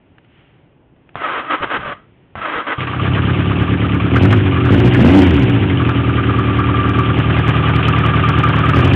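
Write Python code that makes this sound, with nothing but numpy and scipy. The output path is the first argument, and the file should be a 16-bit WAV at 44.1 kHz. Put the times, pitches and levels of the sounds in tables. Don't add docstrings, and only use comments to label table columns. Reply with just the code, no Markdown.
import sys
import numpy as np
from scipy import signal
from scipy.fft import rfft, irfft, next_fast_len
from scipy.io import wavfile
from scipy.ndimage import uniform_filter1d

SR = 44100
rng = np.random.default_rng(int(sys.argv[2]) if len(sys.argv) > 2 else 0)


def wav_out(sig):
    wavfile.write(sys.argv[1], SR, np.round(np.clip(np.atleast_2d(sig).T, -1, 1) * 32767).astype(np.int16))


N = 394694
TIME = np.arange(N) / SR

# time_s, beside (0 at the handlebar, 1 right beside the engine)
MIC_PLACE = [(6.9, 0.031), (7.4, 0.79)]
BAND_TOP_HZ, OVERLOAD = 3290, 0.72
CUTOFF_HZ = 15900

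# (per Hz, relative)
YARD_COLOUR = [(18, -39), (30, -9), (113, 3), (161, 3), (214, -6), (283, -0.5), (476, -10), (868, -15),
               (2140, -35.5), (3130, -34.5), (3600, -41.5), (4680, -66.5), (7920, -120)]
YARD_DB = -50.5
# time_s, level_db (before the rustle gain)
RUSTLE = [(0.0, -63), (0.244, -61.5), (0.382, -53), (0.734, -65), (0.902, -67), (1.1, -61)]
# time_s, level_db (before the click gain), band_hz (near its upper edge)
CLICKS = [(0.182, -31, 2650), (0.246, -34, 2620), (.963, -43, 1200), (1.091, -32, 2000),
          (1.144, -30.5, 1100), (1.155, -9, 1080), (2.354, -12.5, 1119)]
# time_s, level_db (before the puff gain)
PUFFS = [(1.155, -27.5), (1.372, -35), (1.604, -22.5), (1.774, -23), (1.85, -20.5), (2.354, -23),
         (2.559, -29)]

# start_s, end_s, level_db (before spectrum and judder)
CRANKING = [(1.163, 1.899, -28), (2.358, 2.783, -30)]
# start_s, end_s, level_db (at its onset, before spin-up and lag)
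SURGES = [(1.205, 1.398, -16.5), (1.494, 1.554, -17), (1.618, 1.645, -14), (1.699, 1.772, -16.5),
          (1.844, 1.926, -23.5), (2.409, 2.606, -17), (2.664, 2.735, -18)]
SURGE_SAG_DB_PER_S = 8
SPIN_UP_S, SPIN_UP_DB = .22, -9
# (per Hz, relative)
STARTER_COLOUR = [(71, -34), (120, -16.5), (194, -25.5), (280, -8.5), (361, -11), (626, -10), (853, -9.5),
                  (1270, -3.5), (1680, -7), (2950, -19.5), (3260, -14), (3500, -19), (4550, -27),
                  (7700, -120)]

# time_s, level_db (before the clank gain), pitch_hz, width_hz
CLANKS = [(2.805, -22.5, 1990, 1499), (2.871, -22.5, 1270, 900), (2.93, -22.5, 1180, 196),
          (3.234, -28, 1380, 910), (4.16, -16, 1480, 400), (4.246, -18.5, 1400, 300),
          (4.325, -17, 1404, 400), (4.687, -19, 1280, 203), (4.946, -17.5, 1620, 298),
          (5.89, -20.5, 1280, 400), (6.236, -26, 1520, 900), (7.827, -20, 2320, 1187),
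          (8.532, -28, 1390, 885)]
# place_cycle (0-1), above_db (from the handlebar), beside_db (by the engine)
KNOCKS = [(.0, -8.5, -3), (0.487, -5.5, -9.5)]
# time_s, level_db
KNOCK_LEVEL = [(4.0, -29), (4.6, -25.5), (5.9, -27.5), (6.95, -19.5), (7.2, -29.5), (7.45, -24),
               (8.3, -19.5)]
# pitch_hz, width_hz, level_db (the starter raises the pitches a little)
CASE_MODES = [(1181.8, 20.4, -1), (1317, 60, -7), (1397, 56, -10), (1639, 130, -13.5), (2377, 63, -16),
              (3180, 54, -24)]
RATTLE_RPM, RATTLE_FADE_RPM, RATTLE_LOSS_DB = 1362, 148, -21.5

# place_cycle (0-1), level_db, ring_hz
TAPPETS = [(0.041, -5.5, 2356), (0.191, -7, 2990), (0.309, -4, 1994), (.41, -6.5, 1602), (0.503, -9, 2367),
           (.6, -3.5, 1500), (0.7, -7.5, 1786), (0.932, -7, 2674)]
# (per Hz, relative)
CLATTER_COLOUR = [(350, 9.5), (550, 3.5), (800, 3.5), (1100, 1), (1500, -1.5), (2000, -4.5), (2400, -2.5),
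                  (3000, -2), (3600, -2), (4500, -9.5)]

# place_cycle (0-1 in two turns), boom_db, bark_db, tuning (ratio to the pipe modes), echo_s
CYLINDERS = [(.125, -2, 2, .99, 0.00947), (0.386, -1, 2, 1.01, 0.00807), (.65, -3.5, 0.5, 1.0, .0095),
             (.86, -6.5, -0.5, 1.0, 0.0076)]
# pitch_hz, width_hz, level_db
BOOM_MODES = [(79.8, 19.7, -3), (122.74, 12.9, 0), (151, 19.7, -8), (175.2, 22.3, -3)]
# pitch_hz, width_hz, level_db
BARK_MODES = [(250.5, 31.5, -6), (283.24, 9.9, 5.5), (318.8, 14, -4), (374.5, 18.9, -3.5),
              (498.4, 126, -22)]
# pitch_hz, width_hz, level_db
AIR_BOX = [(187, 43.5, 0), (488, 226, -13)]
INTAKE_DB = -9
# pitch_hz, width_hz, level_db (before the microphone place)
CRANKCASE_BOOM = [(151.1, 11, -3.5)]
PIPE_TUNING_HZ, PIPE_SPAN_HZ, PIPE_BOOM_SHARE = 100.2, 12, 0.56
PIPE_FLOW_S, PIPE_FLOW_THROTTLE = 0.097, 0.34
DRONE_SHARE = 0.63

# opened_s, let_go_s, opening (0-1)
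BLIPS = [(4.086, 4.287, .348), (4.636, 4.827, .509), (4.937, 5.152, 0.98), (8.68, 8.955, .155)]
OPEN_S, SHUT_S = .04, .08
FULL_THROTTLE_RPM, FLYWHEEL_S = 3392, .341
CHARGE_S = 0.027
# time_s, speed_rpm
IDLE = [(2.75, 992.3), (3.85, 1122.4), (5.8, 983.3), (6.3, 1127.3), (7.0, 1195.8), (7.75, 1212.6),
        (8.05, 1189), (8.7, 1207.3)]
WARM_IDLE_RPM = 1200
CYCLE_START_S = 7.237
CATCH_S, CATCH_RISE_S = 2.78, 0.0024
FIRM_S, FIRMING_S = 3.066, .13
WARM_UP_S = 1.0

# idle_db (warm), then added full_throttle_db,
# speed_db (per doubling), beside_db (microphone by the engine), stumble_db, cold_db
BOOM_LAW = (-15, 5.5, 4, 2, -9.5, 2)
BARK_LAW = (-20, 3.5, 6.5, -3.5, -5, -5.5)
CLATTER_LAW = (-25, 2, 3.5, 5, -6, 4)


def from_db(db):
    return 10 ** (np.asarray(db) / 20)


def rms_one(x):
    return x / np.sqrt(np.mean(x ** 2) + 1e-20)


def levelled(x, size=6615):
    power = uniform_filter1d(uniform_filter1d(x ** 2, size), size // 2)
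    return x / np.sqrt(np.abs(power) + 1e-4 * np.mean(x ** 2))


def in_time(rows):
    s, *columns = np.transpose(rows)
    return [np.interp(TIME, s, c) for c in columns]


def noise():
    return rng.standard_normal(N)


def butter(x, hz, kind, order=2):
    sos = signal.butter(order, np.clip(hz, 10, .45 * SR), kind, fs=SR, output="sos")
    return signal.sosfilt(sos, x + 1e-18)


def coloured(x, spectrum):
    hz, db = np.transpose(spectrum)
    size = next_fast_len(N + 4096)
    f = np.maximum(np.arange(size // 2 + 1) * SR / size, 1)
    gain = from_db(np.interp(np.log(f), np.log(hz), db))
    gain = gain * np.minimum(f / hz[0], 1) ** 2 * np.minimum(hz[-1] / f, 1) ** 2
    return rms_one(irfft(rfft(x, size) * gain, size)[:N])


def resonate(x, modes, tuning=1):
    out = 0
    for k, (hz, width, db) in enumerate(modes):
        r = np.exp(-np.pi * width / SR)
        poles = [1, -2 * r * np.cos(2 * np.pi * hz * tuning / SR), r * r]
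        ringing = (1 - r * r) / 2 * signal.lfilter([1, 0, -1], poles, x + 1e-18)
        out = out + (-1) ** k * from_db(db) * ringing
    return out


def fade(x, seconds):
    return signal.lfilter([1], [1, -np.exp(-1 / (seconds * SR))], x + 1e-18)


def lagged(x, seconds):
    return fade(x, seconds) / (seconds * SR)


def ramp(start, seconds):
    return np.clip((TIME - start) / seconds, 0, 1)


def impulses(times, db):
    out = np.zeros(N)
    out[np.clip(np.round(np.asarray(times) * SR).astype(int), 0, N - 1)] = from_db(db)
    return out


def scatter(x, decay_s, direct=0.38):
    t = np.arange(2048) / SR
    response = rng.standard_normal(len(t)) * np.exp(-t / decay_s)
    response = response / np.linalg.norm(response)
    return direct * x + signal.fftconvolve(x, response)[:N]


def each_cycle(cycle, place, spread_db, jitter_s):
    passes = np.arange(np.ceil(cycle[0]), cycle[-1] - place) + place
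    times = np.interp(passes, cycle, TIME)
    lateness, strength = rng.standard_normal((2, len(times)))
    return impulses(times + jitter_s * lateness, spread_db * strength)


def loudness(law, throttle, rpm):
    idle_db, throttle_db, octave_db, beside_db, stumble_db, cold_db = law
    stumbling = 1 - ramp(FIRM_S - FIRMING_S, FIRMING_S)
    cold = 1 - ramp(CATCH_S, WARM_UP_S)
    driving_db = throttle_db * np.sqrt(throttle) + octave_db * np.log2(rpm / WARM_IDLE_RPM)
    starting_db = stumble_db * stumbling + cold_db * cold
    return from_db(idle_db + driving_db + beside_db * in_time(MIC_PLACE)[0] + starting_db)


def yard(rustle_gain_db=-1):
    brushing = rms_one(butter(noise(), [1100, 3600], "band"))
    rustle = from_db(in_time(RUSTLE)[0] + rustle_gain_db) * brushing
    return from_db(YARD_DB) * coloured(noise(), YARD_COLOUR) + rustle


def switches(ring_s=0.0026, gain_db=-6):
    out = 0
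    for s, db, hz in CLICKS:
        snap = rms_one(butter(noise(), [hz / 3, hz * 1.04], "band", order=1))
        out = out + fade(impulses([s], db + gain_db), ring_s) * snap
    return out


def puffs(length_s=0.038, gain_db=-6, pipe_hz=203, pipe_width_hz=1.9, pipe_db=8):
    times, levels_db = np.transpose(PUFFS)
    gas = fade(impulses(times, levels_db), length_s) * rms_one(butter(noise(), [55, 190], "band"))
    hum = resonate(gas, [(pipe_hz, pipe_width_hz, pipe_db)])
    return from_db(gain_db) * (gas + hum)


def starter(unloaded_mesh_hz=700, sag=.38, inertia_s=.06, whine_db=-4.0, tooth_db=16, case_db=-12,
            coast_s=0.041, surge_s=.007, judder_db=1.0):
    turning = sum(from_db(db) * ((TIME > on) & (TIME < off)) for on, off, db in CRANKING)
    turning = np.maximum(turning, lagged(turning, coast_s))
    spin_up_db = SPIN_UP_DB * sum((TIME > on) * (1 - ramp(on, SPIN_UP_S)) for on, off, db in CRANKING)
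    load = 0
    for on, off, db in SURGES:
        easing_db = SURGE_SAG_DB_PER_S * np.clip(TIME - on, 0, off - on)
        load = load + from_db(db - easing_db) * ((TIME > on) & (TIME < off))
    load = lagged(load * from_db(spin_up_db), surge_s)
    drag = fade(load, inertia_s)
    slipping = 1 + .035 * rms_one(butter(noise(), 90, "low"))
    mesh_hz = unloaded_mesh_hz * slipping * (1 - sag * drag / drag.max())
    teeth = np.diff(np.floor(np.cumsum(mesh_hz) / SR), prepend=0)
    coarse = rms_one(noise() + scatter(from_db(tooth_db) * noise() * teeth, 0.0035))
    whine = rms_one(scatter(teeth, 0.0016))
    grind = coarse + from_db(whine_db) * whine
    case = rms_one(resonate(grind, CASE_MODES, tuning=1.08))
    ringing = coloured(grind, STARTER_COLOUR) + from_db(case_db) * case
    judder = from_db(judder_db * rms_one(butter(noise(), 45, "low")))
    return np.hypot(turning, load) * judder * ringing


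def clanks(ring_s=0.017, gain_db=3):
    out = 0
    for s, db, hz, width in CLANKS:
        metal = levelled(resonate(noise(), [(hz, width, 0)]), size=600)
        out = out + fade(impulses([s], db + gain_db), ring_s) * metal
    return out


def clutch_knock(cycle, rpm, chatter_s=0.023, buzz_db=-14, ring_hz=1190, ring_s=0.015, swell_s=0.0023,
                 ring_db=-3, chatter_db=-3.5):
    beside, = in_time(MIC_PLACE)
    blows = 0
    for place, above_db, side_db in KNOCKS:
        heard = from_db(above_db + (side_db - above_db) * beside)
        blows = blows + heard * each_cycle(cycle, place, spread_db=4.0, jitter_s=0.0014)
    chatter = resonate(noise() * (fade(blows, chatter_s) + from_db(buzz_db)), CASE_MODES)
    pitch = ring_hz * (1 + .04 * rms_one(butter(noise(), 68.87, "low")))
    ring = fade(fade(blows, swell_s), ring_s) * np.sin(2 * np.pi * np.cumsum(pitch) / SR)
    too_fast = np.clip((rpm - RATTLE_RPM) / RATTLE_FADE_RPM, 0, 1)
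    level_db = in_time(KNOCK_LEVEL)[0] + RATTLE_LOSS_DB * too_fast
    return from_db(level_db) * (from_db(chatter_db) * levelled(chatter) + from_db(ring_db) * levelled(ring))


def valve_clatter(cycle, throttle, rpm, ring_s=0.02, tick_db=14, chain_db=-10, own_ring_db=9, width_hz=350):
    rattle = from_db(chain_db) * noise()
    for place, db, hz in TAPPETS:
        blows = from_db(db) * each_cycle(cycle, place, spread_db=2.0, jitter_s=0.0015)
        burst = noise() * fade(blows, ring_s) + from_db(tick_db) * blows
        own_ring = resonate(burst, [(hz, width_hz, 0)])
        rattle = rattle + 1.28 * burst + from_db(own_ring_db) * own_ring
    return loudness(CLATTER_LAW, throttle, rpm) * levelled(coloured(rattle, CLATTER_COLOUR))


def exhaust(cycle, throttle, rpm, echo_db=-9, drone_db=4.0, lock_throttle=0.52, swell_db=3.5):
    boom = bark = gulps = 0
    for place, boom_db, bark_db, tuning, echo_s in CYLINDERS:
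        pulse = each_cycle(cycle, place, spread_db=1.1, jitter_s=.0002)
        pulse = pulse * from_db(2.2 * np.sqrt(throttle) * noise())
        gust = fade(pulse, .009) * noise() * from_db(-37 + 2 * throttle)
        pulse = pulse + gust
        echo = from_db(echo_db) * np.interp(TIME - echo_s, TIME, pulse)
        boom = boom + from_db(boom_db) * resonate(pulse + echo, BOOM_MODES, tuning)
        bark = bark + from_db(bark_db) * resonate(pulse, BARK_MODES, tuning)
        gulps = gulps + from_db(boom_db) * pulse
    boom = boom + in_time(MIC_PLACE)[0] * resonate(gulps, CRANKCASE_BOOM)
    boom = levelled(butter(butter(boom, 48, "high"), 300, "low"))
    bark = levelled(butter(butter(bark, 189, "high"), 900, "low"))
    intake = from_db(INTAKE_DB) * np.sqrt(throttle) * levelled(resonate(gulps, AIR_BOX))

    firing_hz = len(CYLINDERS) * np.gradient(cycle) * SR
    wide_open = np.clip((throttle - lock_throttle) / .3, 0, 1)
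    fast = np.clip((firing_hz - 62) / 8, 0, 1)
    locked = DRONE_SHARE * wide_open * fast
    drone = from_db(drone_db) * np.sqrt(2) * np.sin(2 * np.pi * 3 * len(CYLINDERS) * cycle)
    roar = np.sqrt(1 - locked) * bark + np.sqrt(locked) * drone

    flow = np.clip(lagged(throttle, PIPE_FLOW_S) / PIPE_FLOW_THROTTLE, 0, 1)
    for multiple in (1, 2):
        detuning = (multiple * firing_hz - PIPE_TUNING_HZ) / PIPE_SPAN_HZ
        in_tune = PIPE_BOOM_SHARE * flow * np.exp(-detuning ** 2)
        tone = np.sqrt(2) * np.sin(2 * np.pi * multiple * len(CYLINDERS) * cycle)
        boom = np.sqrt(1 - in_tune) * boom + in_tune * from_db(swell_db) * tone
    boom = loudness(BOOM_LAW, throttle, rpm) * np.sqrt(1 - locked) * boom
    return boom + loudness(BARK_LAW, throttle, rpm) * roar + intake


def scene():
    grip = sum(opening * (ramp(opened, OPEN_S) - ramp(let_go, SHUT_S)) for opened, let_go, opening in BLIPS)
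    rpm = in_time(IDLE)[0] + FULL_THROTTLE_RPM * lagged(grip, FLYWHEEL_S)
    throttle = np.clip(lagged(grip, CHARGE_S), 0, 1)
    cycle = np.cumsum(rpm) / (2 * 60 * SR)
    cycle = cycle - np.interp(CYCLE_START_S, TIME, cycle)
    background = yard() + switches() + puffs() + starter() + clanks()
    engine = clutch_knock(cycle, rpm) + valve_clatter(cycle, throttle, rpm) + exhaust(cycle, throttle, rpm)
    return (background + ramp(CATCH_S, CATCH_RISE_S) * engine)[None]


def record(dry):
    narrow = butter(butter(dry, BAND_TOP_HZ, "low", order=10), 4600, "low", order=12)
    flat = np.clip(narrow, -OVERLOAD, OVERLOAD)
    return signal.sosfilt(signal.ellip(10, .1, 80, CUTOFF_HZ, fs=SR, output="sos"), flat)


dry = scene()
out = record(dry)
wav_out(out)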